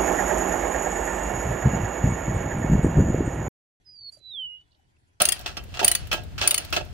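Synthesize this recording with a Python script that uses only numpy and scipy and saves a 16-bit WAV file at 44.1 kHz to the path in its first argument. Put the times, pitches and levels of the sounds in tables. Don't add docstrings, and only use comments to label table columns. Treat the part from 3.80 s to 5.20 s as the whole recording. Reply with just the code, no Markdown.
import sys
import numpy as np
from scipy import signal
from scipy.fft import rfft, irfft
from scipy.io import wavfile
from scipy.ndimage import uniform_filter1d

SR = 44100
rng = np.random.default_rng(int(sys.argv[2]) if len(sys.argv) > 2 else 0)


def volts_from_db(level):
    exponent = np.asarray(level, float) / 20
    return 10 ** exponent


def int16_out(signal):
    q = np.round(np.clip(np.atleast_2d(signal).T, -1, 1) * 32767)
    wavfile.write(sys.argv[1], SR, q.astype(np.int16))


N = 61740


def evened(x):
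    return x / np.sqrt(np.mean(x ** 2) + 1e-20)


def read(points, hz):
    f, value = np.transpose(points)
    return np.interp(np.log(hz + 1), np.log(f + 1), value)


def slow(count, span_s):
    size = max(int(span_s * SR), 2)
    drift = uniform_filter1d(rng.standard_normal(count), size)
    return evened(uniform_filter1d(drift, size))


def left_over_right(pan_db):
    return volts_from_db(pan_db * np.array([[.5], [-.5]]))


def add(mix, s, sound, pan_db):
    part = mix[:, round(s * SR):][:, :len(sound)]
    part += sound[:part.shape[1]] * left_over_right(pan_db)


# f/Hz, likeness (1 same, -1 opposed)
PORT_LIKENESS = [(25, -0.1), (60, .45), (110, 0.97), (200, 0.23), (380, 0.15), (690, -.42), (1280, -0.69),
                 (2350, -0.26), (4330, 0.095), (12000, -0.063)]
DIP_HZ, DIP_WIDTH_HZ, DIP_DB = 1183, 130, -7.5


def bed(spectrum, level_db, patch_db, swell_db):
    frames, hz = N // 256 + 5, np.fft.rfftfreq(1024, 1 / SR)
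    a, b, c, d, patches = rng.standard_normal((frames, 513, 5)).T
    patches = uniform_filter1d(patches, size=12, axis=0)
    patches = evened(uniform_filter1d(patches, size=8, axis=1))
    swell = evened(uniform_filter1d(rng.standard_normal(frames), size=5))
    same = np.clip(read(PORT_LIKENESS, hz), -1, 1)[:, None]
    left = a + 1j * b
    right = same * left + np.sqrt(1 - same ** 2) * (c + 1j * d)
    dip_db = DIP_DB * np.exp(-((hz - DIP_HZ) / DIP_WIDTH_HZ) ** 2)
    colour_db = (read(spectrum, hz) + dip_db)[:, None]
    z = np.array([left, right]) * volts_from_db(colour_db + patch_db * patches + swell_db * swell)
    noise = signal.istft(z, nperseg=1024, noverlap=768)[1][:, :N]
    return volts_from_db(level_db) * evened(noise)


# f/Hz, level/dB (per Hz)
AIR_COLOUR = [(110, -46.5), (180, -13), (404, -7.5), (497, -16), (740, -10.5), (2650, -19.5), (5500, -24.5),
              (11800, -32), (12600, -57), (16000, -61.5)]


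def air():
    return bed(AIR_COLOUR, level_db=-73, patch_db=2.3, swell_db=1.05) * left_over_right(-.6)


# f/Hz, level/dB (per Hz)
WIND_COLOUR = [(8.8, -47), (15, -11.5), (80, 0.5), (103, 0), (162, -9.5), (252, -19), (275, -18.5),
               (300, -12.5), (390, -51.5), (660, -120)]


def wind():
    return bed(WIND_COLOUR, level_db=-68.5, patch_db=-0.64, swell_db=1.7) * left_over_right(1.6)


def hum():
    hz = 80.2 * (1 + 0.02 * slow(N, 0.033))
    level = volts_from_db(-74 + 2.5 * slow(N, 0.023))
    return level * np.sin(2 * np.pi * np.cumsum(hz) / SR) * left_over_right(3)


# t/s, length/s, level/dB, first f/Hz, last f/Hz
FAR_SLURS = [(0, .03, -82, 6250, 5730), (0, 0.037, -81, 3370, 3340), (0.024, .5, -86, 3340, 3324),
             (0.421, 0.09, -73.5, 4350, 4320), (0.441, 0.19, -81, 4840, 4760),
             (0.592, .05, -81.5, 4340, 4280), (0.723, .09, -76, 3290, 3280), (.75, 0.072, -83, 3520, 3470),
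             (0.818, 0.12, -79, 3410, 3350), (0.863, 0.15, -81.5, 2930, 3000),
             (0.972, 0.11, -79, 3030, 2940), (1.253, 0.15, -86.5, 3336, 3260)]
FAR_BLUR_DB, FAR_BLUR_HZ = 2.2, 25


def far_bird():
    out = np.zeros((2, N))
    for s, length, db, first_hz, last_hz in FAR_SLURS:
        blur, count = slow(24000, .005), int(length * SR)
        hz = np.linspace(first_hz, last_hz, count) + FAR_BLUR_HZ * blur[:count]
        level = volts_from_db(db + FAR_BLUR_DB * blur[::-1][:count]) * np.hanning(count) ** .5
        add(out, s, level * np.sin(2 * np.pi * np.cumsum(hz) / SR), pan_db=-3)
    return out


# t/s, f/Hz
NOTE_PITCH = [
    [(.052, 5190), (.066, 4965), (.13, 4918), (.16, 4712), (.19, 4600), (.22, 4505), (.25, 4432),
     (.268, 4428), (.312, 4290)],
    [(.312, 4730), (.328, 4715), (.347, 4635), (.372, 4710), (.395, 4650), (.42, 4500)],
    [(.365, 4150), (.405, 4005), (.46, 3950), (.503, 3935), (.59, 3185), (.625, 3030), (.66, 2942),
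     (.72, 2890), (.86, 2930)],
]
# t/s, level/dB, left minus right/dB
NOTE_EFFORT = [
    [(.044, -77.5, -11), (.066, -51.5, -10), (.095, -47, -4), (.125, -49.5, -6.5), (.19, -44, -9.5),
     (.22, -43.5, -1), (.29, -37, -7), (.298, -39, -0.5), (.312, -72.5, -19)],
    [(.312, -79.5, -22), (.326, -46.5, -8.5), (.34, -45, -23), (.35, -49.5, -6), (.362, -60.5, -9),
     (.369, -49, -14.5), (.378, -65.5, -18), (.425, -76.5, -16.5)],
    [(.372, -75, 3.5), (.41, -60, -13), (.46, -41.5, -8.5), (.5, -39.5, -8.5), (.59, -30.5, -9),
     (.65, -31.5, -5), (.69, -39, -6), (.745, -39.5, -9), (.824, -59, 0), (.88, -92.5, -14)],
]
# t/s, change/dB, length/s
WHISTLE_DIPS = [(.083, -2.5, .003), (.107, -5, .0025), (.115, -3, .003), (.129, -2, .004),
                (.163, -2.5, .0025), (.15, -2, .003), (.174, -7.5, .0022), (.185, -3, .004),
                (.191, 3, .003), (.2, -7.5, .0035), (.2065, -16, .0015), (.227, -4, .004), (.24, -4, .003),
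                (.256, -2.5, .004), (.301, -6, .003), (.34, -6, .004), (.5325, -8, .0022),
                (.569, -2.5, .003), (.592, .5, .004), (.603, .3, .003), (.612, -.8, .004),
                (.791, -7, .003), (.809, -4, .003), (.821, -4.5, .002), (.835, -6, .008), (.851, -8, .004)]
# f/Hz, left lead/radians
LEFT_LEAD = [(2890, 5.3), (2906, 4.2), (2921, 3.1), (2954, 1.2), (2985, .4), (3080, -.3), (3950, 0),
             (4400, -.4), (5200, -.5)]
LIFT_S, LIFT_HZ, LIFT_LENGTH_S = .7925, 40, .004
WOBBLE_HZ, FLUTTER_DB = 10, .45
ECHO_DB, ECHO_T60_S = -22.5, 0.098


def songbird():
    t, out = np.arange(N) / SR, np.zeros((2, N))
    whistle_dip_db = sum(db * np.exp(-((t - s) / length) ** 2) for s, db, length in WHISTLE_DIPS)
    lift_hz = LIFT_HZ * (1 + np.tanh((t - LIFT_S) / LIFT_LENGTH_S)) / 2
    for pitch, effort in zip(NOTE_PITCH, NOTE_EFFORT):
        hz = uniform_filter1d(np.interp(t, *np.transpose(pitch)), size=700) + lift_hz
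        s, db, pan_db = np.transpose(effort)
        level_db = uniform_filter1d(np.interp(t, s, db, -140, -140), size=150) + whistle_dip_db
        steady = np.clip((hz - 3000) / 1500, .15, 1)
        turn = 2 * np.pi * np.cumsum(hz + WOBBLE_HZ * steady * slow(N, 0.0056)) / SR
        left_db = level_db + np.interp(t, s, pan_db) + 2 * FLUTTER_DB * slow(N, 0.0025)
        right_db = level_db + FLUTTER_DB * steady * slow(N, 0.001)
        out[0] += volts_from_db(left_db) * np.sin(turn + read(LEFT_LEAD, hz))
        out[1] += volts_from_db(right_db) * np.sin(turn)
    lag = np.arange(8000) / SR
    taps = rng.standard_normal((2, 8000)) * (rng.random((2, 8000)) < .03)
    taps *= volts_from_db(-60 * lag / ECHO_T60_S) * (lag > .003)
    taps /= np.linalg.norm(taps, axis=1)[:, None]
    echoes = signal.fftconvolve(out, taps, axes=1)[:, :N]
    return np.sqrt(2) * (out + volts_from_db(ECHO_DB) * echoes)


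# t/s, length/s, level/dB, centre f/Hz, width/octaves
GRASS_RUSTLES = [(.268, .069, -76.5, 10000, .31), (.262, .05, -84, 15000, .04),
                 (.272, .12, -80, 11500, .04), (.3, .13, -73.5, 1600, 1.1), (.314, .058, -64, 8300, .42),
                 (.319, .012, -61, 8300, .3), (.322, .022, -67, 7050, .06), (.33, .035, -69, 5850, .05),
                 (.342, .008, -64, 9600, .15), (.35, .016, -66, 9600, .15), (.345, .06, -88, 13600, .05),
                 (.371, .036, -70, 8500, .5), (.372, .008, -64, 8000, .45), (.389, .006, -73, 6500, .3),
                 (.51, .02, -81, 9800, .15), (.557, .016, -76, 9000, .3), (.55, .05, -87, 13100, .04),
                 (.545, .06, -88, 14900, .03), (.605, .012, -75, 8800, .35), (.62, .04, -83, 12500, .25),
                 (.625, .03, -88, 13800, .05), (.6, .05, -91, 14900, .03), (.625, .03, -91, 15600, .02),
                 (.74, .17, -80, 3500, .12), (.803, .022, -73, 1500, 1.3), (.908, .04, -72, 3900, .3),
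                 (.944, .02, -70, 3700, .3), (.97, .045, -88, 13000, .068), (1.161, .015, -77.5, 1500, 1.2),
                 (1.18, .051, -80, 9500, .35), (1.27, .03, -80, 7500, .3)]
# f/Hz, width/Hz, level/dB
STEM_RINGS = [(3750, 90, 3), (4450, 90, 9), (5840, 200, 8), (7050, 250, 9), (8100, 200, 4), (9700, 350, 10)]
GRAIN_DB, SHARED = 2, 0.74
PAN_DB, HIGH_HZ, HIGH_PAN_DB = -2, 9400, 6
TOP_HZ, TOP_DB = 11500, -11


def grass():
    out, hz = np.zeros((2, N)), np.fft.rfftfreq(8192, 1 / SR)
    stems_db = sum(top_db / (1 + ((hz - f) / w) ** 2) for f, w, top_db in STEM_RINGS)
    stems_db = stems_db + TOP_DB * (hz > TOP_HZ)
    for s, length, db, centre_hz, octaves in GRASS_RUSTLES:
        draw, count = rng.standard_normal((4, 8192)), int(length * SR)
        band = np.exp(-(np.log2(hz / centre_hz + 1e-3) / octaves) ** 2 / 2)
        crackle = volts_from_db(GRAIN_DB * evened(uniform_filter1d(draw[3], size=70)))
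        grains = crackle * (draw[:2] + SHARED * draw[2])
        sound = evened(irfft(rfft(grains) * band * volts_from_db(stems_db))[:, :count])
        sound *= np.sin(np.pi * np.linspace(0, 1, count) ** 0.72)
        pan_db = PAN_DB + HIGH_PAN_DB * (centre_hz > HIGH_HZ)
        out[:, round(s * SR):][:, :count] += volts_from_db(db) * left_over_right(pan_db) * sound
    return out


# t/s, peak level/dB, f/Hz, length/s, left minus
# right/dB
SMALL_KNOCKS = [(0.32, -74, 630, 0.025, -13), (0.35, -64.5, 380, 0.0056, -4), (0.38, -66, 630, 0.0091, 2),
                (0.37, -55, 598, 0.01, -8), (0.4, -67.5, 570, 0.0073, -11), (.372, -70, 760, 0.0056, -4.5),
                (0.41, -61.5, 356, 0.0053, -4), (.374, -62, 145, .016, -1), (0.54, -81, 593, 0.017, 14.5),
                (0.63, -72.5, 610, 0.015, -0.5), (0.723, -70, 2090, 0.01, -5.5),
                (0.811, -76, 5600, 0.0058, 13), (0.949, -75, 608, 0.015, 6), (.91, -71, 4000, .004, -16),
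                (.919, -65.5, 4350, 0.0037, -20), (.927, -70.5, 2900, 0.0088, -19),
                (2.1, -72, 2900, 0.0045, -15), (.948, -70.5, 3200, .005, -19), (.946, -79, 4400, .004, -6),
                (0.952, -74, 3800, 0.0055, -10), (0.994, -69.5, 785, 0.011, 19),
                (1.166, -67.5, 2656, 0.007, -4), (1.34, -78.5, 790, 0.0088, 2)]


def knocks():
    out = np.zeros((2, N))
    for s, db, hz, length, pan_db in SMALL_KNOCKS:
        t = np.arange(0, 1.4 * length, 1 / SR)
        swell = np.sin(np.pi * (t / t[-1]) ** .5) ** 2
        add(out, s, volts_from_db(db) * swell * np.sin(2 * np.pi * hz * t), pan_db)
    return out


def scene():
    floor = air() + wind()
    near = songbird() + knocks() + grass()
    return floor + near + far_bird() + hum()


def low_pass(x):
    return signal.sosfilt(signal.butter(12, 15700, fs=SR, output="sos"), x)


def record(dry):
    return low_pass(dry)


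dry = scene()
out = record(dry)
int16_out(out)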